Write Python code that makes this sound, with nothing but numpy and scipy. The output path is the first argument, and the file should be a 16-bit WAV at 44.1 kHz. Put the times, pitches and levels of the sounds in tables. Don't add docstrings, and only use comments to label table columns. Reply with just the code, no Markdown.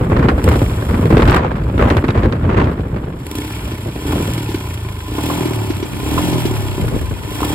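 import sys
import numpy as np
from scipy import signal
from scipy.fft import rfft, irfft
from scipy.io import wavfile
from scipy.ndimage import uniform_filter1d

SR = 44100
rng = np.random.default_rng(int(sys.argv[2]) if len(sys.argv) > 2 else 0)


def output_pcm(signal):
    pcm = np.clip(np.atleast_2d(signal).T, -1, 1) * 32767
    wavfile.write(sys.argv[1], SR, np.round(pcm).astype(np.int16))


N = 332514
TIME, BINS = np.arange(N) / SR, np.fft.rfftfreq(N, 1 / SR)

# start in seconds, length of the opening in seconds, firing rate
# pushed in before friction in Hz, relative intake draw in dB, force of the exhaust beat in dB.
BLIPS = [(.303, .29, 21.05, -2, 1), (3.081, 0.48, 29.36, -7, -6), (3.8821, 0.4, 24.24, -7, -3),
         (4.9617, 0.46, 27.66, -5, 0), (5.859, .5134, 26.34, -4, 0), (7.1189, 0.59, 28.5, -6.5, 0.5)]
# place in cycles, spread in cycles,
# relative level on the cases in dB, relative level in the sizzle in dB.
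KNOCKS = [(-.15, .1, -24, -16), (0, .05, -42, -16), (.43, 0.027, -12, -39)]
# frequency in Hz, width in Hz, peak in dB.
CASE_MODES = [(1017, 77, 13.5), (1295, 30, 14.5), (1442, 52, 15), (1760, 34, 15), (1904, 40, 1),
              (3300, 61, 10.5), (7360, 110, 6.5), (9750, 330, 7)]
# frequency in Hz, relative level in dB.
SIZZLE_SPECTRUM = [(1000, -6), (3000, 10), (5000, -1), (5700, 3.5), (6200, 3.5), (6600, -8.5), (7250, 3),
                   (8000, 2.5), (9700, 1), (10800, 3.5), (12000, 0.5), (14200, 1.5), (16000, -12)]
# frequency in Hz, coherence from 0 to 1,
# phase by which left leads in radians, left over right in dB.
WIND_PORTS = [(0, 0.46, 0, 14.5), (278, 0.99, 0, -5), (450, 0.7, 0.004, 1), (650, 0.021, 0, -1),
              (1090, 0.046, 0, 0.5), (2460, 0.22, 0.0043, -2.5), (5000, 0.037, 0, -0.5)]


def gain_of(db):
    return 10 ** (np.asarray(db) / 20)


def evened(x):
    return x / np.sqrt(np.mean(x ** 2) + 1e-20)


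def curve(rows, at=TIME):
    key, *columns = np.transpose(rows)
    return [np.interp(at, key, c) for c in columns]


def colour(x, points, modes=(), size=16384):
    bins = np.fft.rfftfreq(size, 1 / SR)
    hz, db = np.transpose(points)
    db = np.interp(np.log(bins + 1), np.log(hz), db)
    for centre, width, peak_db in modes:
        db = db + peak_db / (1 + (2 * (bins - centre) / width) ** 2)
    cepstrum = irfft(np.log(gain_of(db)), size)
    cepstrum[1:size // 2] *= 2
    cepstrum[size // 2 + 1:] = 0
    ring = irfft(np.exp(rfft(cepstrum)), size)[:size // 2]
    return signal.oaconvolve(np.atleast_2d(x), ring[None])[:, :N].reshape(x.shape)


def wander(hz, size=32768):
    step = N / SR / size
    fade = np.exp(-(np.fft.rfftfreq(size, step) / hz) ** 2)
    slow = irfft(rfft(rng.standard_normal(size)) * fade, size)
    return np.interp(TIME, np.arange(size) * step, evened(slow))


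def noise():
    return rng.standard_normal((2, N))


def ports(pair, table):
    same, lead, tilt_db = curve(table, BINS)
    same = np.clip(same, 0, 1)
    a, b = rfft(pair)
    right = (same * a + np.sqrt(1 - same ** 2) * b) * np.exp(-1j * lead)
    return irfft(np.array([a * gain_of(tilt_db / 2), right * gain_of(-tilt_db / 2)]), N)


def bursts(rows, rise, decay):
    envelope = np.zeros(N)
    age = np.arange(SR // 4) / SR
    shape = (1 - np.exp(-age / rise)) * np.exp(-age / decay)
    for s, db in rows:
        part = envelope[round(s * SR):][:len(age)]
        part += gain_of(db) * shape[:len(part)] / shape.max()
    return envelope


def window(cycles, place, length):
    return np.exp(-.5 * (((cycles - place + .5) % 1 - .5) / length) ** 2)


def firings(cycles, place, uneven_db):
    count = np.floor(cycles - place)
    return np.diff(count, prepend=count[0]) * gain_of(uneven_db * wander(60))


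def controls():
    idle_hz, coast_s = 11.522, .8804
    shut_db, draw_per_rev = -19, 1
    push, draw = np.zeros(N), gain_of(shut_db)
    for start, length, gained_hz, draw_db, _ in BLIPS:
        opening = np.sin(np.pi * np.clip((TIME - start) / length, 0, 1)) ** 2
        push = push + opening * 2 * gained_hz / length
        draw = draw + np.tanh(1.0 * opening) * gain_of(draw_db)
    speed = idle_hz + signal.lfilter([1 / SR], [1, -np.exp(-1 / (SR * coast_s))], push)
    revs_db = 20 * np.log10(speed / speed.mean())
    return speed, revs_db, 20 * np.log10(draw) + draw_per_rev * revs_db


def beat_db():
    return curve([(start + length, force_db) for start, length, _, _, force_db in BLIPS])[0]


def exhaust(cycles, revs_db, throttle_db, db=-23.5, header_db=-33, place=0.014, swell_place=0.451,
            per_rev=0.57, header_per_rev=2.58, duck_db=-5):
    # multiple of the firing rate, relative level in dB.
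    orders = [(1, -13), (2, -8.5), (3, 2), (4, -3), (5, -14)]
    # frequency in Hz, relative level in dB.
    silencer_spectrum = [(20, -8), (60, 1), (88, -1.5), (110, 6), (135, 0), (170, -1.5), (230, -8.5),
                         (600, -44)]
    header_spectrum = [(60, -23), (130, -15.5), (165, -2), (205, -9.5), (260, -2.5), (300, 0), (335, -5.5),
                       (380, 2.5), (430, -10), (490, -26), (595, -12.5), (700, -35), (1000, -12.5),
                       (1400, -48), (4000, -70)]
    jitter, rough, uneven_db = .004, .15, 1.4
    beat = sum(gain_of(order_db) * np.cos(2 * np.pi * round(k) * (cycles - swell_place))
               for k, order_db in orders)
    drone = evened(colour(beat * gain_of(uneven_db * wander(14)), silencer_spectrum))
    drone = drone * gain_of(db + per_rev * revs_db)
    clicks = evened(firings(cycles + jitter * wander(40), place, uneven_db=3.0))
    hiss = evened(noise()[0] * window(cycles, place + 0.23, 0.13))
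    bark = evened(colour(clicks + rough * hiss, header_spectrum))
    bark = bark * gain_of(header_db + header_per_rev * revs_db)
    opened = np.clip(gain_of(throttle_db) / gain_of(-4), 0, 1)
    return (drone + bark) * gain_of(beat_db() + duck_db * opened)


def roar(cycles, revs_db, db=-37.0, per_rev=3.64, per_beat=2.7, loose=0.82, count=300):
    alike = rng.standard_normal((2, count))[:, (cycles % 1 * count).astype(int) % count]
    gas = alike + loose * evened(uniform_filter1d(noise(), size=5))
    gas = gas * (window(cycles, 0.62, 0.27) + 0.19)
    # frequency in Hz, relative level in dB.
    gas_spectrum = [(300, -18.5), (480, -15.5), (600, -3), (800, -1.5), (1030, -3), (1200, -8),
                    (1500, -22), (4000, -20.5)]
    return evened(colour(gas, gas_spectrum)) * gain_of(db + per_rev * revs_db + per_beat * beat_db())


def intake(cycles, throttle_db, db=-19.0, place=-0.025):
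    # frequency in Hz, relative level in dB.
    airbox_spectrum = [(30, -22), (55, -3.5), (78, 3), (120, -15.5), (190, -16.5), (255, -6), (300, 5.5),
                       (345, -11), (395, -1), (500, -16.5), (640, -24), (1020, -18.5), (1300, -62.5),
                       (6000, -93)]
    rough = .35
    gulps = evened(firings(cycles, place, uneven_db=2.0))
    rush = evened(noise() * (window(cycles, place + 0.062, 0.16) + .5))
    return evened(colour(gulps + rough * rush, airbox_spectrum)) * gain_of(db + throttle_db)


def pops(db=-1, fizz=0.019):
    # time in seconds, relative level in dB.
    pop_times = [(3.718, -15.5), (4.379, -11.5), (4.49, -11.5), (4.516, -17), (4.544, -10.5), (4.743, -24),
                 (5.455, -12.5), (5.702, -9.5), (5.827, -9), (6.329, -7.5), (6.454, -4.5)]
    # frequency in Hz, relative level in dB.
    pop_spectrum = [(60, -16), (200, -9), (320, 8), (400, 1), (550, -25), (1000, -24), (3000, -15),
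                    (6000, -22.5), (15000, -92)]
    clicks = np.zeros(N)
    for s, peak_db in pop_times:
        clicks[round(s * SR)] = gain_of(peak_db)
    puffs = fizz * noise() * bursts(pop_times, 0.003, 0.013)
    sound = colour(uniform_filter1d(clicks, size=24) + puffs, pop_spectrum)
    return gain_of(db) * sound * clicks.max() / abs(sound).max()


def gear_teeth(cycles, count=700):
    tooth = (cycles % 1 * count).astype(int) % count
    return evened(rng.standard_normal((2, count))[:, tooth] * (np.diff(tooth, prepend=0) != 0))


def fins(x, size=3000):
    decay_s, share = .007, .65
    ring = rng.standard_normal(size) * np.exp(-np.arange(size) / SR / decay_s)
    return x + share * signal.oaconvolve(x, ring[None] / np.linalg.norm(ring))[:, :N]


def clatter(cycles, revs_db, throttle_db, db=-32, per_rev=1.0, per_throttle=0.23, between=1.0):
    # frequency in Hz, relative level in dB.
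    case_spectrum = [(100, -53), (300, -4.5), (500, -15), (700, -9), (880, 3), (1060, -3.5), (1200, -11.5),
                     (1800, -14.5), (2500, -7), (3400, -11), (5000, -14), (6500, -32), (12000, -35)]
    loose, flicker_db = .55, 1.6
    gate = between + sum(gain_of(knock_db) * window(cycles, place, length)
                         for place, length, knock_db, _ in KNOCKS)
    knocks = (gear_teeth(cycles) + loose * noise()) * gate * gain_of(flicker_db * wander(74))
    rattle = evened(colour(fins(knocks), case_spectrum, CASE_MODES))
    return rattle * gain_of(db + per_rev * revs_db + per_throttle * throttle_db)


def strokes(cycles, revs_db, db=-35, per_rev=0.59, ring=0.74, slack=0.018):
    # place in cycles, relative level in dB.
    stroke_places = [(-.02, 0), (.09, -6), (.3, -11), (.5, -9), (.77, -8)]
    # frequency in Hz, relative level in dB.
    stroke_spectrum = [(500, -24), (1000, -3), (2300, 0), (3500, -5), (5000, -13), (6500, -28),
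                       (12000, -45)]
    stroke_tones = [(1400, -1), (2300, 0.5), (3400, -8.5)]
    uneven_db, detune, decay_s = 2.8, .06, .0035
    hits = sum(gain_of(stroke_db) * firings(cycles + slack * wander(32), place, uneven_db)
               for place, stroke_db in stroke_places)
    envelope = signal.lfilter([1], [1, -np.exp(-1 / (SR * decay_s))], hits)
    rings = np.zeros((2, N))
    for hz, ring_db in stroke_tones:
        pitch = hz * (1 + detune * np.array([wander(22), wander(20)]))
        rings += gain_of(ring_db) * np.sin(2 * np.pi * np.cumsum(pitch, axis=1) / SR)
    metal = evened(colour(noise(), stroke_spectrum)) + ring * evened(rings)
    return evened(metal * uniform_filter1d(envelope, size=90)) * gain_of(db + per_rev * revs_db)


def sizzle(cycles, revs_db, throttle_db, db=-34.0, per_rev=1.65, per_throttle=0.18, between=1.0):
    # time in seconds, relative treble level in dB.
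    treble = [(0, 11), (.5, 5.5), (1.27, 6.5), (1.42, -5.5), (1.88, 7.5), (2.2, 1.5), (3.13, 2.5),
              (3.24, 3), (4.8, 3.5), (5.5, 4), (7.54, 5)]
    gate = between + sum(gain_of(knock_db) * window(cycles, place, length)
                         for place, length, _, knock_db in KNOCKS)
    flickering = noise() * gate * gain_of(1.96 * wander(100))
    rasp = evened(colour(flickering, SIZZLE_SPECTRUM, CASE_MODES))
    level_db = db + per_rev * revs_db + per_throttle * throttle_db + curve(treble)[0]
    return rasp * gain_of(level_db)


def clanks(db=1):
    # time in seconds, relative level in dB.
    clank_times = [(4.122, -18.5), (5.182, -21.5), (5.3, -16.5), (6.178, -13.5), (7.404, -21.5),
                   (7.43, -18.5)]
    # frequency in Hz, relative level in dB.
    clank_spectrum = [(200, -39), (650, 5.5), (1050, 2.5), (1350, 1), (1800, -16), (2400, -8), (6000, -24)]
    metal = evened(colour(noise(), clank_spectrum, [(1022, 130, 8.7)]))
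    return gain_of(db) * metal * bursts(clank_times, 0.00082, 0.011)


def ticks(db=-3):
    # time in seconds, relative level in dB.
    tick_times = [(.4409, -19), (.4883, -18), (1.2765, -26), (1.297, -37), (1.308, -22.5), (1.3448, -22),
                  (1.3628, -23), (1.9689, -30), (3.266, -23.5), (3.313, -21.5), (3.353, -19), (3.384, -23),
                  (4.335, -20), (6.14, -24), (6.419, -22), (6.452, -24), (7.413, -26), (7.448, -17.5)]
    return gain_of(db) * evened(colour(noise(), SIZZLE_SPECTRUM)) * bursts(tick_times, 0.00052, 0.0031)


def crackles(db=3, rise=0.00027, decay=0.0043):
    # time in seconds, relative level in dB.
    crackle_times = [(.2852, -17), (.5164, -23), (.557, -24.5), (.62, -38), (1.0555, -26), (1.1693, -17.5),
                     (1.179, -19), (1.2072, -24), (1.221, -16), (1.228, -31), (1.254, -23), (1.2765, -20),
                     (1.2835, -16), (1.2965, -14), (1.3265, -18), (1.3449, -16), (1.3627, -23),
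                     (1.779, -26), (1.9013, -15.5), (1.968, -19), (2.082, -22), (2.105, -22), (2.153, -42),
                     (2.232, -26), (2.324, -22), (2.5686, -29), (2.6, -30), (2.6424, -28), (2.796, -42)]
    # frequency in Hz, relative level in dB.
    crackle_spectrum = [(300, -20), (1000, 12.5), (2400, 4.5), (4300, -3), (6000, -15.5), (9000, -21.5),
                        (16000, -61)]
    return gain_of(db) * evened(colour(noise(), crackle_spectrum)) * bursts(crackle_times, rise, decay)


def buffets(thud_db=-2, slap_db=-6, tear_db=-1, cycles=0.87, sag=0.38):
    # time in seconds, middle pitch of the thud in Hz,
    # relative level of thud and slap in dB, relative level of the tearing top in dB.
    buffet_rows = [(0.01, 100, -9, -21.5), (0.099, 151, -10, -22), (0.119, 102, -7.5, -34),
                   (0.165, 73, -11, -18.5), (0.192, 158, -3.5, -22), (0.226, 126, -26, -16.5),
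                   (0.242, 197, -4, -25), (0.285, 320, -6.5, -11), (0.318, 63, -7.5, -46),
                   (0.379, 95, -9, -20.5), (0.476, 75, -1.5, -12.5), (0.526, 72.4, -28, -21.5),
                   (0.558, 74, -7.5, -44), (0.617, 121, -3, -23), (0.778, 117, -18, -28),
                   (0.822, 104, -11.5, -26), (0.892, 79.5, -11, -23), (0.909, 75, -15, -31),
                   (0.94, 207, -10.5, -21), (1.054, 153, -6.5, -29), (1.104, 211, -2.5, -14.5),
                   (1.126, 72, -1.5, -26), (1.169, 447, -1.5, -23), (1.194, 118, -5, -17),
                   (1.22, 107, -7, -16), (1.317, 277, -21, -9.5), (1.34, 454, -10, -16),
                   (1.361, 67, -13, -10), (1.554, 108, -32, -23.5), (1.743, 90, -11, -42),
                   (1.778, 64, -10, -22), (1.812, 67, -6, -18), (1.905, 94, -5, -13),
                   (1.967, 91.5, -4, -14.5), (2.039, 260, -7, -17.5), (2.086, 115, -5.5, -18),
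                   (2.153, 150, -9, -21), (2.175, 100, -8, -19.5), (2.236, 76, -9, -19.5),
                   (2.251, 335, -4, -29), (2.329, 289, -15, -29), (2.526, 138, -9, -24),
                   (2.573, 85, -22, -16.5), (2.598, 340, -10, -19), (2.623, 457, -9.5, -30),
                   (2.67, 65, -10, -24), (2.714, 205, -16, -28), (2.795, 98, -12.5, -40),
                   (2.963, 212, -14, -24), (3.077, 150, -16, -57), (3.67, 185, -20, -45),
                   (3.859, 99, -11.5, -36), (3.883, 142, -17, -42), (3.958, 64.5, -15.5, -34),
                   (4.156, 226, -8, -31), (4.199, 98, -12, -42), (4.282, 98, -19, -42),
                   (6.795, 180, -11.5, -46), (6.842, 117, -14, -45), (6.922, 110, -12.5, -36),
                   (6.935, 106, -14, -42), (6.963, 318, -13.5, -35), (7.011, 78.6, -16, -32),
                   (7.111, 124, -14.5, -34), (7.246, 112, -22, -47)]
    # frequency in Hz, relative level in dB.
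    slap_spectrum = [(100, -22), (230, 5.5), (350, 5), (560, 1), (800, -8), (2000, -50)]
    tear_spectrum = [(200, 5), (600, -2), (1000, 9), (1600, 5.5), (2400, -2.5), (3300, -13), (4500, -15.5),
                     (6000, -28), (9000, -29), (16000, -44)]
    thuds, age = np.zeros(N), np.arange(SR // 6) / SR
    for (s, hz, db, _), phase in zip(buffet_rows, rng.random(len(buffet_rows))):
        swell = age * hz / cycles
        swings = np.cumsum(hz * (1 + sag * (np.exp(-swell / 2) - .5))) / SR
        thud = gain_of(db + thud_db) * swell * np.exp(1 - swell) * np.sin(2 * np.pi * (swings + phase))
        part = thuds[round(s * SR):][:len(age)]
        part += thud[:len(part)]
    tops = [(s, db + tear_db) for s, _, _, db in buffet_rows]
    slaps = [(s, db + slap_db) for s, _, db, _ in buffet_rows]
    torn = noise() * gain_of(5.1 * wander(900))
    tear = evened(colour(torn, tear_spectrum)) * bursts(tops, 0.00067, 0.017)
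    slap = evened(colour(noise(), slap_spectrum)) * bursts(slaps, 0.00028, 0.013)
    return thuds + ports(slap + tear + crackles(), WIND_PORTS)


def gusting(calm_flutter_db=-12, flutter_per_db=1.02, size=8192):
    # start in seconds, length in seconds, relative rumble in dB, relative flutter in dB.
    gust_rows = [(-.03, 0.095, -14.5, -30.5), (0.109, 0.16, -9, -21), (0.436, 0.083, -9.5, -19),
                 (0.875, 0.23, -12.5, -25), (1.124, 0.18, -7.5, -18.5), (1.264, 0.18, -13, -17),
                 (1.784, 0.11, -13, -14), (2.133, 0.076, -17, -23), (2.23, 0.018, -8.5, -31),
                 (2.415, 0.079, -13.5, -23.5), (2.488, .08, -15, -21.5), (2.558, 0.086, -11.5, -19.5),
                 (3.607, 0.094, -24, -35), (4.052, 0.25, -18, -30.5), (6.815, 0.12, -17, -30.5),
                 (7.03, 0.16, -29, -55)]
    # time in seconds, relative level in dB.
    breeze_rows = [(0, -17.5), (.65, -15), (1.05, -21), (1.7, -14), (2.6, -17), (3.05, -19), (3.3, -25.5),
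                   (5.1, -28.5), (5.5, -26.5), (6.5, -25), (7.54, -27.5)]
    attack_s, release_s = 0.012, 0.065
    t = np.linspace(0, N / SR, size)
    breeze_db = curve(breeze_rows, t)[0]
    low, high = gain_of(breeze_db), gain_of(calm_flutter_db + flutter_per_db * breeze_db)
    for start, length, rumble_db, flutter_db in gust_rows:
        age = t - start
        shape = np.clip(age / attack_s, 0, 1) * np.exp(-np.maximum(age - length, 0) / release_s)
        low = np.hypot(low, shape * gain_of(rumble_db))
        high = np.hypot(high, shape * gain_of(flutter_db))
    return np.interp(TIME, t, low), np.interp(TIME, t, high)


def wind(rumble_db=-3, flutter_db=-1, lumpy_db=1.7, torn_db=1.0, ragged_db=3):
    # frequency in Hz, relative level in dB.
    rumble_spectrum = [(15, -44), (30, -33), (45, -4.5), (65, -3), (95, -3), (130, -4.5), (200, -8),
                       (300, -13), (500, -18.5), (1000, -76.5)]
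    flutter_spectrum = [(60, -16), (150, 0.5), (300, 0.5), (450, 1), (600, 2.5), (750, -2), (1020, -2),
                        (1500, -7.5), (2300, -15.5), (3300, -23.5), (5000, -39.5), (8000, -42),
                        (16000, -113)]
    low, high = gusting()
    eddies = evened(gain_of(lumpy_db * wander(60.0)))
    rumble = evened(colour(noise() * eddies, rumble_spectrum)) * gain_of(rumble_db) * low
    shreds = noise() * eddies * gain_of(torn_db * wander(150) + ragged_db * wander(170))
    return rumble + evened(colour(shreds, flutter_spectrum)) * gain_of(flutter_db) * high


def scene(unsteady=0.00084):
    # time in seconds, lag in cycles.
    firing_lag = [(3.1, -.15), (3.35, .18), (3.53, .43), (3.88, .37), (4.15, 0), (4.3, .15), (4.6, .05),
                  (4.95, .2), (5.17, .12), (5.4, .27), (5.9, .17), (6.24, -.05), (6.42, .09), (6.75, .08),
                  (7.2, 0), (7.54, .42)]
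    # time in seconds, gain of mechanical noise in dB.
    nearness = [(3.6, -6), (7, -4.5)]
    # frequency in Hz, coherence from 0 to 1,
    # phase by which left leads in radians, left over right in dB.
    engine_ports = [(0, 0.63, -1, 7), (330, 0.57, -3, 24), (708, 1, 1.5, -0.5), (1118, 0.85, -1.5, -3),
                    (1990, 0.036, -0.33, 0.5), (2910, 0.67, -2.5, -0.5), (4670, 0.17, -5, 1),
                    (5160, 0.96, -5, 0.5), (7430, 1, 0, -2), (7300, 1, -2, 0.5), (14830, 1, 13.5, -0.5)]
    first_cycle = .23
    speed, revs_db, throttle_db = controls()
    cycles = first_cycle + np.cumsum(speed) / SR - curve(firing_lag)[0]
    cycles = cycles + unsteady * wander(19)
    running = clatter(cycles, revs_db, throttle_db) + strokes(cycles, revs_db)
    running = running + roar(cycles, revs_db) + sizzle(cycles, revs_db, throttle_db)
    bright = running * gain_of(curve(nearness)[0]) + ticks() + clanks()
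    deep = exhaust(cycles, revs_db, throttle_db) + intake(cycles, throttle_db) + pops()
    return deep + ports(bright, engine_ports) + ports(wind(), WIND_PORTS) + buffets()


def narrow_bass(x, slip_db=-1, octaves=0.38, order=6, size=2048):
    mono_hz, sink_from_s, sink_hz_per_s, lowest_hz = 498, 4.04, 149, 29.3
    slip_from_s, slip_rise_s = 5.03, 0.54
    hz, t, (left, right) = signal.stft(x, SR, nperseg=size, noverlap=size * 3 // 4)
    corner = np.clip(mono_hz - sink_hz_per_s * (t - sink_from_s), lowest_hz, mono_hz)
    slip = gain_of(slip_db) * np.clip((t - slip_from_s) / slip_rise_s, 0, 1)
    ratio = (hz[:, None] + 1) / corner
    mid, side = (left + right) / 2, (left - right) / 2
    near_corner = np.exp(-.5 * (np.log2(ratio) / octaves) ** 2)
    side = side / np.sqrt(1 + ratio ** (-2 * order)) + 1j * mid * slip * near_corner
    pair = np.array([mid + side, mid - side])
    return signal.istft(pair, SR, nperseg=size, noverlap=size * 3 // 4)[1][:, :N]


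def record(dry, ceiling=.95):
    edge_hz = 15900
    x = narrow_bass(dry)
    rounded = x / (1 + (x / ceiling) ** 6) ** (1 / 6)
    low_pass = signal.firwin(511, edge_hz, window=("kaiser", 9), fs=SR)
    return signal.oaconvolve(rounded, low_pass[None], "same")


dry = scene()
out = record(dry)
output_pcm(out)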